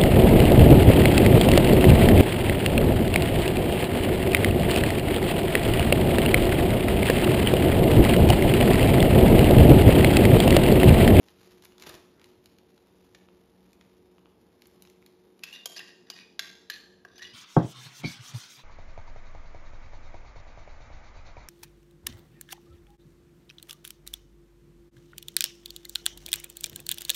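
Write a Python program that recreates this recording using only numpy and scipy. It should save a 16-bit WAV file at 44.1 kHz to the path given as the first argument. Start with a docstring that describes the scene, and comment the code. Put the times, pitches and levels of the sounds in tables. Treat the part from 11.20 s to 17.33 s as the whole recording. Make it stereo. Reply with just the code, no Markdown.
"""A metal spoon knocks and scrapes inside a stoneware mug: bursts of noise and short rings make the knocks,
and trains of tiny clicks through gliding resonances make the scrapes.
Before and around it a plastic bag of chips, lifted open as the mug is tipped over it, crinkles: shaped clicks and snaps.
The hand and the food damp each clink, and the kitchen rings on as fading echoes.
An appliance hums throughout as wavering tones over quiet air noise, with a soft low rumble."""
import sys
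import numpy as np
from scipy import signal
from scipy.fft import rfft, irfft, next_fast_len
from scipy.io import wavfile

SR = 44100
rng = np.random.default_rng(int(sys.argv[2]) if len(sys.argv) > 2 else 0)


def dump(signal):
    """Clip the signal to [-1, 1] and save it as 16-bit WAV at the path in sys.argv[1]."""
    limited = np.clip(np.atleast_2d(signal).T, -1, 1)
    pcm = np.round(limited * 32767).astype(np.int16)
    wavfile.write(sys.argv[1], SR, pcm)


N = 270538
TIME = np.arange(N) / SR

# edges of the frequency bands of a spoon touch: (edge [Hz])
TOUCH_EDGES = [350, 1350, 2200, 4000, 8000, 14000]
# how alike left and right are in the air noise and the echoes: (frequency [Hz], likeness [-1 to 1])
ROOM_LIKENESS = [(60, 0.8), (140, 0.9), (300, 0.67), (640, 0.039), (1400, -0.18), (3100, 0.39),
                 (7000, -0.059)]
# neither side leads: (frequency [Hz], lead of the left [rad])
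NO_LEAD = [(100, 0), (10000, 0)]


def amp(db):
    """Turns decibels into a plain factor."""
    return 10 ** (np.asarray(db) / 20)


def evened(x):
    """Scales a sound to an average (rms) strength of 1."""
    return x / np.sqrt(np.mean(x ** 2) + 1e-20)


def unit(x):
    """Scales a sound to a total energy of 1."""
    return x / np.sqrt(np.sum(x ** 2) + 1e-20)


def read(points, hz):
    """Reads a curve of (frequency, value) points, with straight lines on a logarithmic frequency scale."""
    f, value = np.transpose(points)
    return np.interp(np.log(hz + 1), np.log(np.maximum(f, 1)), value)


def add(mix, s, sound):
    """Adds a sound to the mix, starting at s seconds."""
    part = mix[..., max(round(s * SR), 0):][..., :sound.shape[-1]]
    part += sound[..., :part.shape[-1]]


def colour(x, points, size=4096):
    """Filters a pair of sounds to a (Hz, dB) curve, without any sound ahead of its cause."""
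    log_gain = np.log(amp(read(points, abs(np.fft.fftfreq(size, 1 / SR)))))
    # minimum phase: the filter answers as early as it can
    taps = np.fft.ifft(np.exp(np.conj(signal.hilbert(log_gain)))).real
    return signal.fftconvolve(x, taps[None, :size // 2], axes=1)[:, :x.shape[1]]


def drift(hz):
    """A slow random wander of rms 1; a higher hz wanders faster."""
    size = next_fast_len(N, True)
    spectrum = rfft(rng.standard_normal(size))
    smoothing = np.exp(-(np.fft.rfftfreq(size, 1 / SR) / hz) ** 2)
    return evened(irfft(spectrum * smoothing, size)[:N])


def swell(middle_s, length_s):
    """A smooth rise and fall of height 1."""
    return np.exp(-(2 * (TIME - middle_s) / length_s) ** 2)


def ring(hz, t60, t, wave=np.sin):
    """One dying tone of energy 1 that falls by 60 dB in t60 seconds."""
    return unit(wave(2 * np.pi * hz * t) * np.exp(-np.log(1000) * t / max(t60, 1e-3)))


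def grains(per_s, spread_db):
    """Two trains of tiny clicks at the same random moments, of very uneven size."""
    happens = rng.random(N) < per_s / SR
    size = amp(spread_db * np.minimum(rng.exponential(1, N), 4)) * happens
    return evened(size * rng.standard_normal((2, N)))


def tilted(colour_db, brightness_db):
    """Tilts band levels about the second highest band."""
    return np.array(colour_db) + brightness_db * (np.arange(len(colour_db)) - len(colour_db) + 2)


def voiced(x, edges, levels_db):
    """Shares the energy of a blow out among bands; each level is as if spread over a hundredth of a second."""
    out = 0
    for band, db in zip(zip(edges, edges[1:]), levels_db):
        part = signal.sosfilt(signal.butter(3, band, "bandpass", fs=SR, output="sos"), x)
        out = out + amp(db) * evened(part) * np.sqrt(SR / 100 / len(x))
    return out


def resonate(x, hz, width_hz, steady=0):
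    """A resonance along the curve hz, applied twice for steep sides; steady (0-1) evens out its swing."""
    turn = np.exp(2j * np.pi * np.cumsum(hz) / SR)
    pole = np.exp(-np.pi * width_hz / SR)
    swing = signal.lfilter([1], np.poly([pole, pole]), x / turn)
    size = abs(swing) + np.mean(abs(swing)) / 2 + 1e-20
    return evened((turn * swing / size ** steady).real)


def ports(pair, likeness, phase):
    """Mixes two unrelated versions of a sound into a partly alike left and right microphone port."""
    hz, (a, b) = np.fft.rfftfreq(N, 1 / SR), rfft(pair)
    same = np.clip(read(likeness, hz), -1, 1)
    common = a * np.sqrt((1 + same) / 2)
    apart = b * np.sqrt((1 - same) / 2)
    turn = np.exp(.5j * read(phase, hz))
    return irfft(np.array([(common + apart) * turn, (common - apart) / turn]), N)


def background(air_db=-60.5):
    """Steady air noise and the wavering tones of a motor."""
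    # colour of the air noise: (frequency [Hz], relative level [dB])
    air_colour = [(25, -30), (130, -14.5), (185, -6.5), (309, -6), (363, -6.5), (714, -14), (6740, -39),
                  (7920, -44), (9320, -28.5), (12200, -30.5), (16000, -32)]
    # appliance hum and two faint whines: (frequency [Hz], level [dB], unsteadiness [ratio])
    hum_tones = [(184.2, -68, 0.73), (362.5, -62.5, 1), (456.6, -68, 0.17), (833, -77.5, 0.42),
                 (943, -77.5, 0.39), (3650, -84, 0.73), (5200, -88, 0.65)]
    sound = amp(air_db) * evened(colour(rng.standard_normal((2, N)), air_colour))
    for hz, db, unsteady in hum_tones:
        waver = 1 + unsteady * (drift(hz=5.6) + 1j * drift(hz=20.5)) / np.sqrt(2)
        sound[0] += amp(db) * evened((waver * np.exp(2j * np.pi * hz * TIME)).real)
    return ports(sound, ROOM_LIKENESS, NO_LEAD)


def rumble(low_hz=50, high_hz=125, level_db=-72, lull_db=-23, lull_at_s=4.6, lull_s=1.12):
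    """Soft low noise that sinks once for about a second."""
    noise = signal.sosfilt(signal.butter(3, [low_hz, high_hz], "bandpass", fs=SR, output="sos"),
                           rng.standard_normal(N))
    return evened(noise) * amp(level_db + lull_db * swell(lull_at_s, lull_s))


def chips(rise_s=0.032, fall_s=0.022):
    """Chips tumble against each other while the bag drags on the counter; each lurch builds and dies quickly."""
    # colour of the tumbling: (frequency [Hz], relative level [dB])
    chip_colour = [(30, -6), (70, 5), (150, -1), (350, 10.5), (600, -7), (1100, -1), (2000, -3.5),
                   (5000, -45)]
    # the chips lurch as the bag is lifted and settles: (time [s], level [dB])
    lurches = [(.625, -62), (0.687, -47), (.75, -54.5), (1.009, -58.5), (1.08, -75)]
    tumble = evened(colour(grains(per_s=980, spread_db=2.0), chip_colour))
    strength = 0
    for s, db in lurches:
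        strength = strength + amp(db) * np.exp(-np.maximum((s - TIME) / rise_s, (TIME - s) / fall_s))
    return tumble * strength


def rustle(body_db=5, fizz_db=-6, fizz_follow=0.85, ticks_per_s=50, ticks_db=-11):
    """Countless tiny crinkles of the film, in clumps, and stray ticks; all swell with each shift of the grip."""
    # body of the crinkle: (frequency [Hz], relative level [dB])
    film_colour = [(300, 4), (800, 3), (1500, 0), (3000, 1), (5000, 1), (7500, -2), (10000, -23),
                   (16000, -25)]
    # its treble fizz: (frequency [Hz], relative level [dB])
    fizz_colour = [(2000, -47), (6000, -24), (10000, 3), (13000, 2.5), (16000, -12)]
    # the fingers shift their grip on the film: (middle [s], length [s], relative level [dB])
    grips = [(0.264, 0.2, -64), (0.442, 0.034, -60), (0.624, 0.04, -52.5), (0.688, 0.062, -48),
             (0.741, 0.034, -50.5), (1.07, 0.14, -69.5), (1.796, 0.72, -74), (2.586, 0.85, -76),
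             (3.558, 0.52, -76.5)]
    # the held bag rustles less and less until the hand lets go
    first_db, later_db, settle_s, let_go_s = -67, -76.5, 0.73, 4.4
    held = amp(later_db + (first_db - later_db) * np.exp(-(TIME / settle_s) ** 2)) * (TIME < let_go_s)
    shifts = sum((amp(db) * swell(s, length)) ** 2 for s, length, db in grips)
    handling = np.sqrt(held ** 2 + shifts)
    clumps = amp(2.5 * drift(hz=90))
    crinkles = grains(per_s=2200, spread_db=2.2) * clumps
    crinkles += amp(ticks_db) * grains(ticks_per_s, spread_db=1.0)
    low = evened(colour(crinkles, film_colour)) * amp(body_db) * handling
    high = evened(colour(crinkles, fizz_colour)) * amp(fizz_db) * handling ** fizz_follow
    return low + high


def nudges():
    """The spoon nudges the chips deep in the bag: a dull tick with two short resonances, muffled by the chips."""
    # the nudges: (time [s], level [dB])
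    touches = [(2.0872, -56.5), (2.983, -59), (3.058, -57)]
    # their two resonances: (frequency [Hz], time to fall by 60 dB [s])
    modes = [(1220, .005), (2800, 0.0025)]
    out, t = np.zeros((2, N)), np.arange(SR // 20) / SR
    for s, db in touches:
        tick = sum(ring(hz, t60, t) for hz, t60 in modes)
        add(out[0], s, voiced(tick, [min(TOUCH_EDGES), max(TOUCH_EDGES)], [db]))
    return out


def snaps(level_db=4, snap_s=.0021, flutter_db=-17, flutter_s=.01):
    """A crease pops over in a couple of milliseconds and the film flutters briefly after it."""
    # creases of the bag snapping over: (time [s], relative level [dB], brightness [dB per band])
    creases = [(0.0841, -56, 0.5), (.212, -65, 0), (0.4231, -53.5, 4.5), (.449, -55.5, 15),
               (0.453, -51.5, 2), (0.521, -61, 0.5), (0.5811, -54.5, 2), (0.598, -53, 3.5),
               (0.61, -57, 4.5), (0.6226, -44.5, 3.5), (0.636, -52, 0), (0.6926, -45, 11),
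               (0.698, -55.5, -4.5), (.7472, -56, 1.5), (0.996, -62, 1), (1.015, -58, 0.5), (1.042, -52, 3),
               (1.258, -52, 5), (1.385, -58.5, 2), (1.5778, -65, -1), (2.531, -58, 4.5),
               (2.611, -59.5, -1.5), (3.42, -52.5, 3), (3.456, -59.5, 2.5), (3.47, -61, 15.5),
               (3.6223, -48.5, 9), (3.6504, -58.5, 1), (3.673, -60.5, 1), (3.699, -57.5, 5),
               (3.825, -67.5, -3.5), (3.862, -53, 6), (4.192, -59.5, 3)]
    # edges of the bands of a snap: (edge [Hz])
    edges = [900, 2200, 4000, 8000, 15000]
    # usual balance of those bands: (relative level [dB])
    balance_db = [-6.5, -2.5, -3, -6]
    out, t = np.zeros((2, N)), np.arange(SR // 20) / SR
    shape = np.exp(-(t / snap_s) ** 2) + amp(flutter_db) * np.exp(-t / flutter_s)
    for s, db, brightness_db in creases:
        levels_db = db + tilted(balance_db, brightness_db)
        for version in out:
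            add(version, s, voiced(shape * rng.standard_normal(len(t)), edges, levels_db))
    return amp(level_db) * out


def scrapes(level_db=3, grit_db=-9, squeal_width_hz=260, swell_db=15, catch_db=2.5):
    """The spoon's edge sticks and slips on the glaze; the slips ring the wall and one squeal, and both glide."""
    # strokes along the wall: (start [s], length [s], relative level [dB], squeal [Hz],
    # squeal against the rasp [dB], rise of pitch [share], brightness [dB per octave])
    strokes = [(4.221, 0.12, -53, 2650, 1, 0.079, 4), (4.335, 0.042, -49.5, 2815, 9, 0.019, 17),
               (4.309, 0.11, -50.5, 3690, 2, -0.023, 4), (4.514, 0.024, -47, 3215, 16, 0.0023, -2),
               (4.549, 0.047, -43, 4830, -2, .12, 8.5), (4.596, 0.024, -53, 5000, 8, -.01, -3),
               (4.574, 0.087, -54.5, 1820, 3, 0.0093, -2), (4.668, .073, -57, 2870, -11.5, -.018, 3),
               (4.86, 0.045, -61.5, 1660, -5, -0.016, 6), (4.916, 0.037, -55.5, 2880, 5, 0, -9),
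               (4.936, 0.049, -53.5, 4670, -10, -0.0046, 6), (4.955, 0.1, -51.5, 2520, -6, -0.027, 4.5),
               (5.218, 0.084, -52.5, 6050, -17, -.04, -2), (5.505, 0.063, -42, 4250, 0.5, .062, 4),
               (5.878, 0.19, -61, 3620, -6.5, 0.019, 16), (5.95, 0.035, -56, 6120, 8, .013, 3),
               (5.987, 0.067, -49.5, 1824, 2, 0.059, 4), (6.027, 0.019, -49.5, 4130, 5, .02, 14),
               (6.039, 0.048, -49, 3450, -2, -0.045, 4), (6.015, 0.11, -57.5, 1950, 13, 0.022, 7),
               (6.047, 0.098, -53.5, 4830, 1, 0.097, 4)]
    # mug with the spoon pressed against its wall: (frequency [Hz], relative level [dB])
    wall_modes = [(1690, 1.5), (1870, 5.5), (2520, -0.5), (2870, -2), (3530, -2), (3810, 0), (4130, -5),
                  (4690, -3), (5010, -6), (5540, -9.5), (5940, -4.5)]
    # colour of the gritty part: (frequency [Hz], relative level [dB])
    grit_colour = [(300, -50), (1200, 12), (2000, -19), (5000, 0), (7000, 11), (11000, 11), (15000, -7)]
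    wall_width_hz, pivot_hz = 187, 3200  # width of each resonance pass; pivot of the brightness
    wall_follow = 0.38  # share of the squeal's glide that the wall follows
    press_share = 0.46  # part of a stroke over which the pressure builds
    out = np.zeros((2, N))
    slips = grains(per_s=650, spread_db=3.2)
    grit, catches_db = colour(slips, grit_colour), catch_db * drift(hz=70)
    for start, length, db, hz, squeal_db, glide, brightness_db in strokes:
        during = (TIME >= start) & (TIME < start + length)
        progress = (TIME[during] - start) / length
        lightness = np.interp(progress, [0, press_share, 1], [1, 0, 1])
        pressure_db = catches_db[during] - swell_db * lightness ** 2
        drive, bend = slips[:, during], glide * (progress - press_share)
        wall = 0
        for mode_hz, mode_db in wall_modes:
            gain = amp(mode_db + brightness_db * np.log2(mode_hz / pivot_hz))
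            wall = wall + gain * resonate(drive, mode_hz * (1 + wall_follow * bend), wall_width_hz)
        rasp = evened(evened(wall) + amp(grit_db) * evened(grit[:, during]))
        # the stronger the squeal, the narrower it is: it feeds itself and the slips turn more regular
        squeal = resonate(drive, hz * (1 + bend), squeal_width_hz / amp(squeal_db), steady=1.0)
        out[:, during] += amp(db + pressure_db + level_db) * evened(rasp + amp(squeal_db) * squeal)
    return out


def mug_ring(t, t60=0.031, linger_db=-33, linger_t60=.15, shift=.025):
    """The mug's answer to a touch: spot and grip shift each tone a little; it drops at once, then lingers faintly."""
    # mug and spoon, damped by the hand: (frequency [Hz] before the shift, relative level [dB])
    modes = [(700, 2), (1130, 0.5), (1600, 8), (1880, -5), (2820, -12.5), (3040, -4), (3330, -1),
             (3590, -5), (4060, 0.5), (4430, 0), (4970, 3), (5560, 4.5), (5900, -3), (6450, 5.5),
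             (6950, -3.5), (7480, 2), (8880, -4), (9950, 4), (12260, 5)]
    out = 0
    for hz, db in modes:
        sign = rng.choice([-1, 1])
        shifted_hz = hz * (1 + shift * rng.uniform(-0.98, 1))
        tone = ring(shifted_hz, t60, t, np.cos) + amp(linger_db) * ring(shifted_hz, linger_t60, t, np.cos)
        out = out + sign * amp(db) * tone
    return unit(out)


def knocks(level_db=5, crack_db=2.0, rise_s=0.00051, second_t60_share=.4):
    """Each knock is a brief burst of chatter, the mug's tones and two rings of the pressed spoon."""
    # spoon on mug: (time [s], relative level [dB], brightness [dB per band], relative thud [dB],
    # extra metallic tick in the top band [dB], contact [s], main ring of the pressed spoon [Hz],
    # main ring against the level [dB], its time to fall by 60 dB [s], second ring [Hz],
    # second ring against the level [dB])
    touches = [(1.9473, -56.5, -1.5, -63, 1, .0052, 1774, -4, 0.039, 3680, -5),
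               (4.2353, -41, -1, -59, 6.5, .008, 2620, 2, 0.021, 4850, -2.5),
               (4.3274, -51.5, 5.5, -65, 0.5, 0.026, 2817, 6.5, 0.036, 3560, -8),
               (4.457, -35, 9, -47, -1.5, 0.0052, 3220, -4.5, 0.036, 6950, 0.5),
               (4.5665, -48.5, 4, -59, -2, 0.011, 1655, -3, 0.053, 4430, 3),
               (4.5803, -50, 4, -61, -2, 0.0034, 2830, 2, 0.029, 5070, 7),
               (4.592, -48.5, -3.5, -57, 7, 0.0068, 2757, 5.5, .043, 3870, 1),
               (4.9004, -42, 0, -55.5, 2.5, 0.003, 4860, 1.5, 0.019, 5820, -2),
               (5.1925, -31.5, -1.5, -51, 2, 0.0033, 1625, -7.5, 0.024, 4090, -6.5),
               (5.499, -38, -2, -63, 6.5, 0.0056, 1720, -1, 0.027, 2980, -7.5),
               (5.8495, -62.5, -3, -53, 7, .0052, 1644, 12.5, 0.023, 5580, 3),
               (5.9796, -55, -2.5, -66, 5, 0.013, 4630, -3, 0.057, 5000, -2),
               (5.9929, -59.5, -2, -71, 5, .004, 1710, 6, 0.069, 2930, 3),
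               (6.0247, -50, -2, -83, -2, 0.017, 3740, -1, 0.072, 5640, 2),
               (6.0493, -58.5, -1, -80, 1, 0.016, 2920, 13, 0.052, 3420, 4)]
    # usual balance of the bands above the thud in the lowest: (relative level [dB])
    balance_db = [-10, -2.5, 1, -4]
    out, t = np.zeros((2, N)), np.arange(SR // 4) / SR
    attack = 1 - np.exp(-t / rise_s)
    for (s, db, brightness_db, thud_db, tick_db, contact,
         main_hz, main_db, main_t60, second_hz, second_db) in touches:
        *body_db, top_db = db + tilted(balance_db, brightness_db)
        levels_db = [thud_db, *body_db, top_db + tick_db]
        for version in out:
            crack = unit(rng.standard_normal(len(t)) * np.exp(-(t / contact) ** 2))
            blow = (amp(crack_db) * crack + mug_ring(t)) * attack
            add(version, s, voiced(blow, TOUCH_EDGES, levels_db))
        # the second ring dies sooner than the main one
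        rings = [(main_hz, main_db, main_t60), (second_hz, second_db, second_t60_share * main_t60)]
        for hz, ring_db, t60 in rings:
            tone = ring(hz, t60, t) * attack
            # only in the common version, so it reaches both ports equally strongly
            add(out[0], s, voiced(tone, [min(TOUCH_EDGES), max(TOUCH_EDGES)], [db + ring_db]))
    return amp(level_db) * out


def kitchen(x, gap_s=0.0035, early_boost=0.6295, early_s=0.043):
    """Echoes from counters and walls, separate and strong at first, then denser; each band dies at its own speed."""
    # time the echoes take to fall by 60 dB, before the early boost: (frequency [Hz], time [s])
    room_t60 = [(150, 0.78), (800, 0.88), (2000, 0.64), (4000, 0.72), (7000, 0.77), (13000, 0.49)]
    # strength of the echoes: (frequency [Hz], relative level [dB])
    room_level = [(150, -14.5), (800, 0), (1700, -3.5), (3500, -5.5), (7000, -9.5), (13000, -9)]
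    age = np.arange(SR) / SR
    per_s = 900 + 40000 * age ** 2
    taps = rng.standard_normal((2, SR)) * (rng.random((2, SR)) < per_s / SR) / np.sqrt(per_s)
    hz, t, z = signal.stft(taps, SR, nperseg=256)
    t60 = read(room_t60, hz)[:, None]
    gain = amp(read(room_level, hz))[:, None]
    decay = np.exp(-np.log(1000) * t / t60) * np.sqrt(2 * np.log(1000) / t60 / SR)
    tail = signal.istft(z / taps.std() * gain * decay, SR, nperseg=256)[1][:, :SR]
    tail *= np.clip(age / gap_s - .5, 0, 1)  # a short gap before the first echo
    tail *= 1 + early_boost * np.exp(-age / early_s)
    return signal.fftconvolve(x[None], tail, axes=1)[:, :N]


def reflections(x, shift_s=1.25):
    """Hands and mug keep moving, so the pattern of echoes passes back and forth between two."""
    turn = 2 * np.pi * TIME / shift_s
    return kitchen(x * np.cos(turn)) + kitchen(x * np.sin(turn))


def lean(pair):
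    """The echoes come unequally from the two sides, mostly a little stronger from the left."""
    # (frequency [Hz], level added on the left and taken off on the right [dB])
    left_gain = [(600, 0), (1600, 0), (3000, 2.5), (6000, 1.9), (10000, -0.5)]
    tilt_db = np.outer([1, -1], read(left_gain, np.fft.rfftfreq(N, 1 / SR)))
    return irfft(rfft(pair) * amp(tilt_db), N)


def scene():
    """Spoon and bag, heard directly and through the room, over the background."""
    # direct sound at the two microphone ports: (frequency [Hz], likeness [-1 to 1])
    direct_likeness = [(100, 0.99), (1600, 1), (4000, 0.76), (5500, 0.087), (11000, 1)]
    # (frequency [Hz], lead of the left [rad])
    direct_lead = [(100, -1), (650, 1.37), (1600, -0.24), (3100, 0.3), (4100, -0.7), (5500, -1.07),
                   (8000, -2.5), (11000, -1.27)]
    bag = chips() + rustle() + nudges() + snaps()
    spoon = scrapes() + knocks()
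    direct = spoon + bag
    room = ports(reflections(direct[0]), ROOM_LIKENESS, NO_LEAD)
    return ports(direct, direct_likeness, direct_lead) + lean(room) + background() + rumble()


def record(dry):
    """The deepest bass is missing, a narrow notch cuts the treble, and the sound fades out above about 14 kHz."""
    # overall tone: (frequency [Hz], gain [dB])
    response = [(30, 0.5), (7000, -5), (7600, -10.5), (8050, -24.5), (8450, -27), (8900, -14), (9600, -9),
                (14000, -12), (15200, -27)]
    high_pass = signal.butter(4, 42, "highpass", fs=SR, output="sos")
    heard = signal.sosfilt(high_pass, colour(dry, response))
    low_pass = signal.firwin(511, 16400, window=("kaiser", 9), fs=SR)
    return signal.oaconvolve(heard, low_pass[None], "same", axes=1)


dry = scene()
out = record(dry)
dump(out)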